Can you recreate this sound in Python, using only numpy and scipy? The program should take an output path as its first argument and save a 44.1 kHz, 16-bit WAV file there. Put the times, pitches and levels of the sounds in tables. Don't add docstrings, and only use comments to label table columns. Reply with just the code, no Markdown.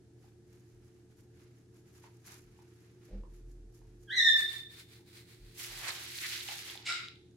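import sys
import numpy as np
from scipy import signal
from scipy.fft import rfft, irfft, next_fast_len
from scipy.io import wavfile
from scipy.ndimage import uniform_filter1d, map_coordinates

SR = 44100
rng = np.random.default_rng(int(sys.argv[2]) if len(sys.argv) > 2 else 0)


def persist_wave(psi):
    counts = np.round(np.clip(psi, -1, 1) * 32767).astype(np.int16)
    wavfile.write(sys.argv[1], SR, np.atleast_2d(counts).T)


N = 324576
TIME_S = np.arange(N) / SR

# frequency_hz, level_db
FEATHER_COLOUR = [(500, -14), (1200, -6), (2200, 3.5), (2900, -2), (4100, 4.5), (6000, -6), (9000, -5),
                  (12000, -8), (16000, -9.5)]


def amp(db):
    return 10 ** (np.asarray(db) / 20)


def unit(x):
    return x / np.sqrt(np.mean(x ** 2) + 1e-20)


def along(points, hz):
    points_hz, values = np.transpose(points)
    return np.interp(np.log(hz + 1), np.log(points_hz + 1), values)


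def curve(rows):
    return np.interp(TIME_S, *np.transpose(rows))


def during(rows):
    inside = (TIME_S >= rows[0][0]) & (TIME_S <= rows[-1][0])
    return uniform_filter1d(1. * inside, size=400)


def switch(at_s, ease_s):
    return .5 + .5 * np.tanh((TIME_S - at_s) / (2 * ease_s))


def held(start_s, length_s, attack_s, sag_db_per_s, release_db_per_s):
    t = np.maximum(TIME_S - start_s, 0)
    drop_db = sag_db_per_s * t + release_db_per_s * np.maximum(t - length_s, 0)
    return np.minimum(t / attack_s, 1) ** 2 * amp(-drop_db)


def wobble(rate_hz):
    values = rng.standard_normal(int(N * rate_hz / SR) + 4)
    return map_coordinates(values, [np.arange(N) * rate_hz / SR])


def phase_of(pitch_hz):
    return 2 * np.pi * np.cumsum(pitch_hz) / SR


def add(track, start_s, sound):
    part = track[..., round(start_s * SR):][..., :sound.shape[-1]]
    part += sound[..., :part.shape[-1]]


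def filtered(x, response):
    size = next_fast_len(N + SR // 2)
    return irfft(rfft(x, size) * response(np.fft.rfftfreq(size, 1 / SR)), size)[..., :N]


def resonance(f, hz, width_hz):
    return 1j * f * width_hz / (hz * hz - f * f + 1j * f * width_hz)


def resonant_noise(peaks, flutter_db, flutter_hz):
    def response(f):
        body = sum((-1) ** k * amp(db) * resonance(f, hz, width)
                   for k, (hz, width, db) in enumerate(peaks))
        return body / (1 + (.8 * peaks[0][0] / (f + 1)) ** 10)
    noise = rng.standard_normal(N) * amp(flutter_db * wobble(flutter_hz))
    return unit(filtered(noise, response))


def spread(pair, gain):
    # frequency_hz, likeness (1 = the same)
    likeness = [(100, 0.94), (350, 0.8), (700, 0.37), (1500, 0.27), (3000, 0.016), (12000, 0.044)]
    angle = lambda f: np.arccos(np.clip(along(likeness, f), -1, 1)) / 2
    mid, side = filtered(pair, lambda f: gain(f) * np.array([np.cos(angle(f)), np.sin(angle(f))]))
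    return unit(np.array([mid + side, mid - side]))


def room(x, echo_db, ring=1):
    # frequency_hz, fade_s
    echo_fade = [(200, .45), (1000, .52), (1900, .62), (3600, .72), (6000, .5), (12000, .35)]
    hz, t, noise = signal.stft(rng.standard_normal((2, SR)), SR, nperseg=256)
    fade = amp(-60 * t / (ring * along(echo_fade, hz)[:, None]))
    tail = signal.istft(noise * fade, SR, nperseg=256)[1]
    tail = np.pad(tail / np.linalg.norm(tail[0]), ((0, 0), (SR // 200, 0)))
    echo = signal.fftconvolve(x[None], tail, axes=1)[:, :N]
    return (x + amp(echo_db) * echo) / np.hypot(1, amp(echo_db))


def hum_and_air():
    # pitch_hz, level_db
    hum_tones = [(80.7, -72), (118.4, -64), (199.2, -80.5), (301.5, -80), (355.3, -67), (441.4, -76)]
    # frequency_hz, level_db
    air_colour = [(18, -45), (30, -29), (109, -2.5), (245, -11.5), (355, -4.5), (404, -15.5), (449, -14.5),
                  (554, -25), (844, -26.5), (1040, -36), (1760, -30.5), (2120, -38), (6380, -35.5),
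                  (11400, -42), (16000, -68)]
    hum = sum(amp(db + 1.74 * wobble(9.6)) * unit(np.sin(phase_of(hz + 2.5 * wobble(20))))
              for hz, db in hum_tones)
    air = spread(rng.standard_normal((2, N)), lambda f: amp(along(air_colour, f)))
    return amp(0.5) * hum + amp(-63) * air


def rumble():
    # start_s, length_s, level_db
    spells = [(0.697, 0.14, -67), (1.16, 0.062, -70), (2.41, .1, -64), (3.092, 0.12, -40.5),
              (3.245, 0.19, -51), (3.412, 0.28, -49), (3.766, 0.26, -56), (4.13, .35, -71.5),
              (5.371, .1, -53), (5.66, .14, -57.5)]
    swell = sum(amp(db) * held(start, length, attack_s=0.049, sag_db_per_s=11.5, release_db_per_s=229)
                for start, length, db in spells)
    phase = phase_of(pitch_hz=41.5 + 2 * wobble(10))
    tone = unit(np.sin(phase) + amp(-14.5 + 2.7 * wobble(9.9)) * np.sin(2 * phase))
    floor = amp(-82 + 4 * wobble(8))
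    return np.hypot(swell, floor) * tone


def bump():
    # time_s, level_db
    loudness = [(3.085, -68), (3.11, -58), (3.15, -51), (3.175, -57.5), (3.2, -62), (3.24, -66), (3.3, -77)]
    # centre_hz, width_hz, level_db
    peaks = [(197, 14, -1), (520, 45, -9.5), (623, 73, -19), (840, 50, -24)]
    scrape = resonant_noise(peaks, flutter_db=0.5, flutter_hz=44)
    return amp(curve(loudness)) * during(loudness) * scrape


def contacts(rows, attack_s, ring_s, crack_db, crack_s):
    track, t = np.zeros(N), np.arange(SR // 10) / SR
    for start_s, db, hz in rows:
        ring = np.sin(2 * np.pi * hz * t) * amp(-60 * t / ring_s)
        crack = amp(crack_db - 60 * t / crack_s) * rng.standard_normal(len(t))
        hit = (ring + crack) * (1 - np.exp(-t / attack_s))
        add(track, start_s, amp(db) * hit / np.abs(hit).max())
    return track


def quill_ticks():
    # start_s, strength_db, pitch_hz
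    hits = [(4.798, -34, 7150), (5.763, -37, 4530), (6.1185, -32, 3950), (6.1862, -25.5, 3970),
            (6.2203, -34, 2620), (6.4089, -26.5, 3830), (6.48, -27, 3830), (6.4865, -25, 2980),
            (6.6667, -33, 3200), (6.6996, -28, 3500), (6.7753, -27.5, 3530), (6.8266, -39, 4800),
            (6.9236, -22.5, 3980), (7.003, -31, 3660), (7.0554, -42, 5940), (7.0848, -29.5, 3790),
            (7.1576, -45, 3450), (7.3115, -54, 6540)]
    ticks = contacts(hits, attack_s=0.00041, ring_s=0.0026, crack_db=-8, crack_s=0.0028)
    ticks = filtered(ticks, lambda f: resonance(f, 3370, 4500) ** 2)
    return room(ticks, echo_db=-10)


def beak_and_claw_taps():
    # start_s, strength_db, pitch_hz
    hits = [(0.242, -44.5, 800), (2.04, -35, 910), (2.589, -40, 880), (3.235, -43, 980), (3.816, -51, 890),
            (4.995, -51.5, 873), (6.488, -26.5, 820), (6.519, -30, 756), (6.754, -37, 825),
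            (6.798, -40, 826)]
    taps = contacts(hits, attack_s=0.00052, ring_s=0.019, crack_db=2.5, crack_s=0.014)
    taps = filtered(taps, lambda f: resonance(f, 950, 2100) ** 3)
    return room(taps, echo_db=1.5, ring=0.52)


def barbs(colour, low_hz, high_hz, clicks_per_s, click_db, clump_db):
    clicks = (rng.random(N) < clicks_per_s / SR) * rng.standard_normal((2, N))
    swish = rng.standard_normal((2, N))
    pair = (swish + amp(click_db) * unit(clicks)) * amp(clump_db * wobble(90))
    band = lambda f: 1 / np.sqrt((1 + (low_hz / (f + 1)) ** 8) * (1 + (f / high_hz) ** 8))
    return spread(pair, lambda f: amp(along(colour, f)) * band(f))


def rubs(rows):
    roundness, fade_ratio = 1.67, 1.32
    power = np.zeros((len(rows[0]) - 2, N))
    for peak_s, length_s, *levels_db in rows:
        start_s = max(peak_s - 2 * length_s, 0)
        t = np.arange(start_s, peak_s + 2 * length_s * fade_ratio, 1 / SR)
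        from_peak = 2 * (t - peak_s) / length_s
        shape = .5 ** (np.maximum(-from_peak, from_peak / fade_ratio) ** roundness)
        add(power, start_s, (amp(levels_db)[:, None] * shape) ** 2)
    return np.sqrt(power)


def neck_scratches():
    # frequency_hz, level_db
    colour = [(350, -32), (600, -4), (894, -4), (1680, -0.5), (1830, -2.5), (2240, -1.5), (3300, -7),
              (7110, -5.5), (8050, -13.5), (11300, -8.5), (16000, -23)]
    # peak_s, length_s, swish_db, crisp_db
    scratches = [(.25, 0.093, -74, -76), (.54, 0.099, -74.5, -75.5), (.66, 0.18, -78, -78.5),
                 (.86, .07, -77, -78), (.97, .08, -79, -80), (1.115, .03, -74, -77),
                 (1.195, 0.056, -75.5, -73.5), (1.41, 0.12, -71, -75), (1.57, 0.11, -77.5, -80),
                 (1.77, 0.059, -72, -73), (1.89, 0.072, -74, -73), (1.97, 0.058, -68, -67),
                 (2.05, 0.054, -64.5, -68.5), (2.14, 0.11, -75, -75), (2.277, 0.028, -59, -55.5),
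                 (2.32, 0.093, -57.5, -59), (2.6, 0.39, -73, -76), (2.84, 0.18, -74, -79),
                 (3.055, 0.07, -70, -73), (3.14, 0.095, -69.5, -92), (3.35, 0.071, -74.5, -73),
                 (3.51, 0.06, -82, -76.5), (3.765, 0.045, -77.5, -68), (3.88, 0.17, -79, -82),
                 (4.035, 0.048, -78, -72.5)]
    swish_gain, crisp_gain = rubs(scratches)
    fidget = amp(1.5 * wobble(7.5)) * (TIME_S < 4.1)
    swish = barbs(colour, 710, 5100, clicks_per_s=1100, click_db=-8, clump_db=1.5)
    crisp = barbs(colour, 5200, 17000, clicks_per_s=470, click_db=-2, clump_db=2)
    swish *= np.hypot(swish_gain, amp(-86) * fidget)
    crisp *= np.hypot(crisp_gain, amp(-92) * fidget)
    return swish + crisp


def back_strokes():
    # peak_s, length_s, level_db
    strokes = [(4.403, .06, -42), (4.53, 0.1, -47.5), (4.735, 0.052, -55.5), (4.795, 0.053, -52.5),
               (4.935, 0.088, -59), (5.09, .05, -63), (5.17, 0.072, -54.5), (5.315, 0.084, -59),
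               (5.49, 0.16, -63)]
    swish = barbs(FEATHER_COLOUR, 470, 16000, clicks_per_s=1500, click_db=-2.5, clump_db=0)
    return rubs(strokes) * swish


def wing_rustle():
    # frequency_hz, level_db
    colour = [(400, -17), (600, -15.5), (800, -10.5), (1150, -10.5), (1600, -4), (2100, 1.5), (2900, 0),
              (3900, 1.5), (5000, -2), (7000, -8), (8500, -12), (9800, -13), (11400, -12), (16000, -20.5)]
    # peak_s, length_s, flap_db, swish_db, crisp_db
    sweeps = [(5.615, 0.065, -61.5, -47, -46), (5.73, 0.13, -58.5, -67, -55.5),
              (5.875, 0.12, -48, -46.5, -47), (6.015, 0.088, -55.5, -51.5, -53.5),
              (6.18, 0.13, -80, -48.5, -48.5), (6.255, .09, -67, -43, -45.5), (6.34, .12, -64, -41, -48),
              (6.51, 0.077, -57.5, -42.5, -50.5), (6.59, 0.055, -65, -52, -54.5),
              (6.69, 0.065, -59, -50, -55.5)]
    # peak_s, level_db, width_s, centre_hz
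    flicks = [(5.85, -43.5, 0.015, 1880), (5.888, -38.5, 0.009, 5980), (5.89, -39, 0.013, 1630),
              (5.908, -41.5, 0.0083, 3870), (6.246, -41.5, 0.021, 1900)]
    lifted = held(start_s=5.545, length_s=1.174, attack_s=0.063, sag_db_per_s=0, release_db_per_s=68)
    steady = [amp(-68.5) * lifted, amp(-48.5) * lifted, amp(-53) * lifted ** 2.4]
    flap, swish, crisp = np.hypot(rubs(sweeps), steady)
    rustle = flap * barbs(colour, 400, 1410, clicks_per_s=300, click_db=-6, clump_db=0.5)
    rustle += swish * barbs(colour, 1130, 7000, clicks_per_s=290, click_db=-8.5, clump_db=0.95)
    rustle += crisp * barbs(colour, 7000, 18720, clicks_per_s=680, click_db=-4.5, clump_db=1.5)
    for peak_s, db, width_s, hz in flicks:
        swell = amp(db) * np.exp(-.5 * ((TIME_S - peak_s) / width_s) ** 2)
        octave = hz / np.sqrt(2), hz * np.sqrt(2)
        rustle += swell * barbs(FEATHER_COLOUR, *octave, clicks_per_s=1600, click_db=1.5, clump_db=1)
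    return rustle * amp([[-.3], [.3]])


def rasp():
    # centre_hz, width_hz, level_db
    throat_peaks = [(2113, 186, 5), (2900, 620, -3.5), (3690, 180, 0), (3896, 124, 2), (4720, 550, -3),
                    (5320, 320, -2.5), (7070, 1300, -9.5)]
    # centre_hz, width_hz, level_db
    deep_peaks = [(1220, 69, -19.5), (1390, 76, 18.5)]
    # start_s, length_s, level_db
    deep_pulses = [(6.872, .058, -39.5), (6.975, .06, -49)]
    start_s, length_s, attack_s = 6.846, 0.22, .02
    force = amp(-31) * held(start_s, length_s, attack_s, sag_db_per_s=104, release_db_per_s=227)
    upper = resonant_noise(throat_peaks, flutter_db=1.5, flutter_hz=400)
    upper = filtered(upper, lambda f: 1 / (1 + (f / 12000) ** 6))
    dull = filtered(upper, lambda f: 1 / (1 + (f / 5970) ** 8))
    treble = (upper - dull) * amp(-35 * np.maximum(TIME_S - start_s, 0))
    deep = resonant_noise(deep_peaks, flutter_db=2, flutter_hz=180)
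    pulses = sum(amp(db) * held(start, length, attack_s, sag_db_per_s=26, release_db_per_s=600)
                 for start, length, db in deep_pulses)
    puff = amp(-19.5) * resonant_noise([(656, 860, 0)], flutter_db=6, flutter_hz=170)
    voice = force * (dull + treble + puff) + np.hypot(pulses, amp(-19) * force) * deep
    return room(voice, echo_db=2, ring=.55)


def diffuse_echo(voice, start_s, end_s, echo_db):
    times_s = np.linspace(start_s, end_s, 7)
    return sum(room(voice * np.interp(TIME_S, times_s, share), echo_db) for share in np.eye(7))


def squawk():
    # time_s, pitch_hz
    melody = [(4.078, 1687), (4.1, 1537), (4.122, 1905), (4.14, 2040), (4.165, 2026), (4.2, 1803),
              (4.245, 1848), (4.285, 1783), (4.37, 1790)]
    # time_s, level_db
    effort = [(4.071, -67.5), (4.086, -48), (4.107, -31.5), (4.14, -31.5), (4.18, -20.5), (4.23, -23.5),
              (4.275, -18), (4.345, -30), (4.371, -60)]
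    # multiple_of_pitch, level_db
    overtones = [(3, -16.5), (4, -21.5), (5, -30), (6, -34), (7, -32)]
    # centre_hz, width_hz, level_db
    hiss_peaks = [(429, 220, -1), (2300, 2200, -2.5), (6000, 4000, -3)]
    pitch_hz, level_db = curve(melody), curve(effort)
    octave_db = -4 + 8.5 * amp(level_db - level_db.max()) ** 2
    beak_open = switch(at_s=4.157, ease_s=0.0029)
    edge_db = -20.5 + 15 * beak_open
    hoarse = .7 - .52 * switch(at_s=4.235, ease_s=0.017)
    phase = phase_of(pitch_hz * (1 + .007 * wobble(75) + 0.024 * hoarse * wobble(700)))
    tone = (np.sin(phase) + amp(octave_db) * np.sin(2 * phase)) * amp(1.9 * wobble(140))
    shaken = phase + 0.44 * hoarse * wobble(900)
    edge = sum(amp(db) * np.sin(multiple * shaken) for multiple, db in overtones)
    edge = filtered(edge, lambda f: 1 + amp(3) * resonance(f, 5950, 620))
    hiss = amp(-25.5) * np.sqrt(hoarse) * resonant_noise(hiss_peaks, flutter_db=2, flutter_hz=300)
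    voice = (tone + amp(edge_db) * edge + hiss) * amp(level_db) * during(effort)
    return diffuse_echo(voice, effort[0][0], effort[-1][0], echo_db=7) * amp([[-.7], [.7]])


def scene():
    calls = squawk() + rasp()
    touches = neck_scratches() + back_strokes() + wing_rustle() + quill_ticks() + beak_and_claw_taps()
    background = bump() + rumble() + hum_and_air()
    return calls + touches * amp([[-.6], [.6]]) + background * amp([[-.25], [.25]])


def record(dry, top_hz=15900):
    return filtered(dry, lambda f: f < top_hz)


dry = scene()
out = record(dry)
persist_wave(out)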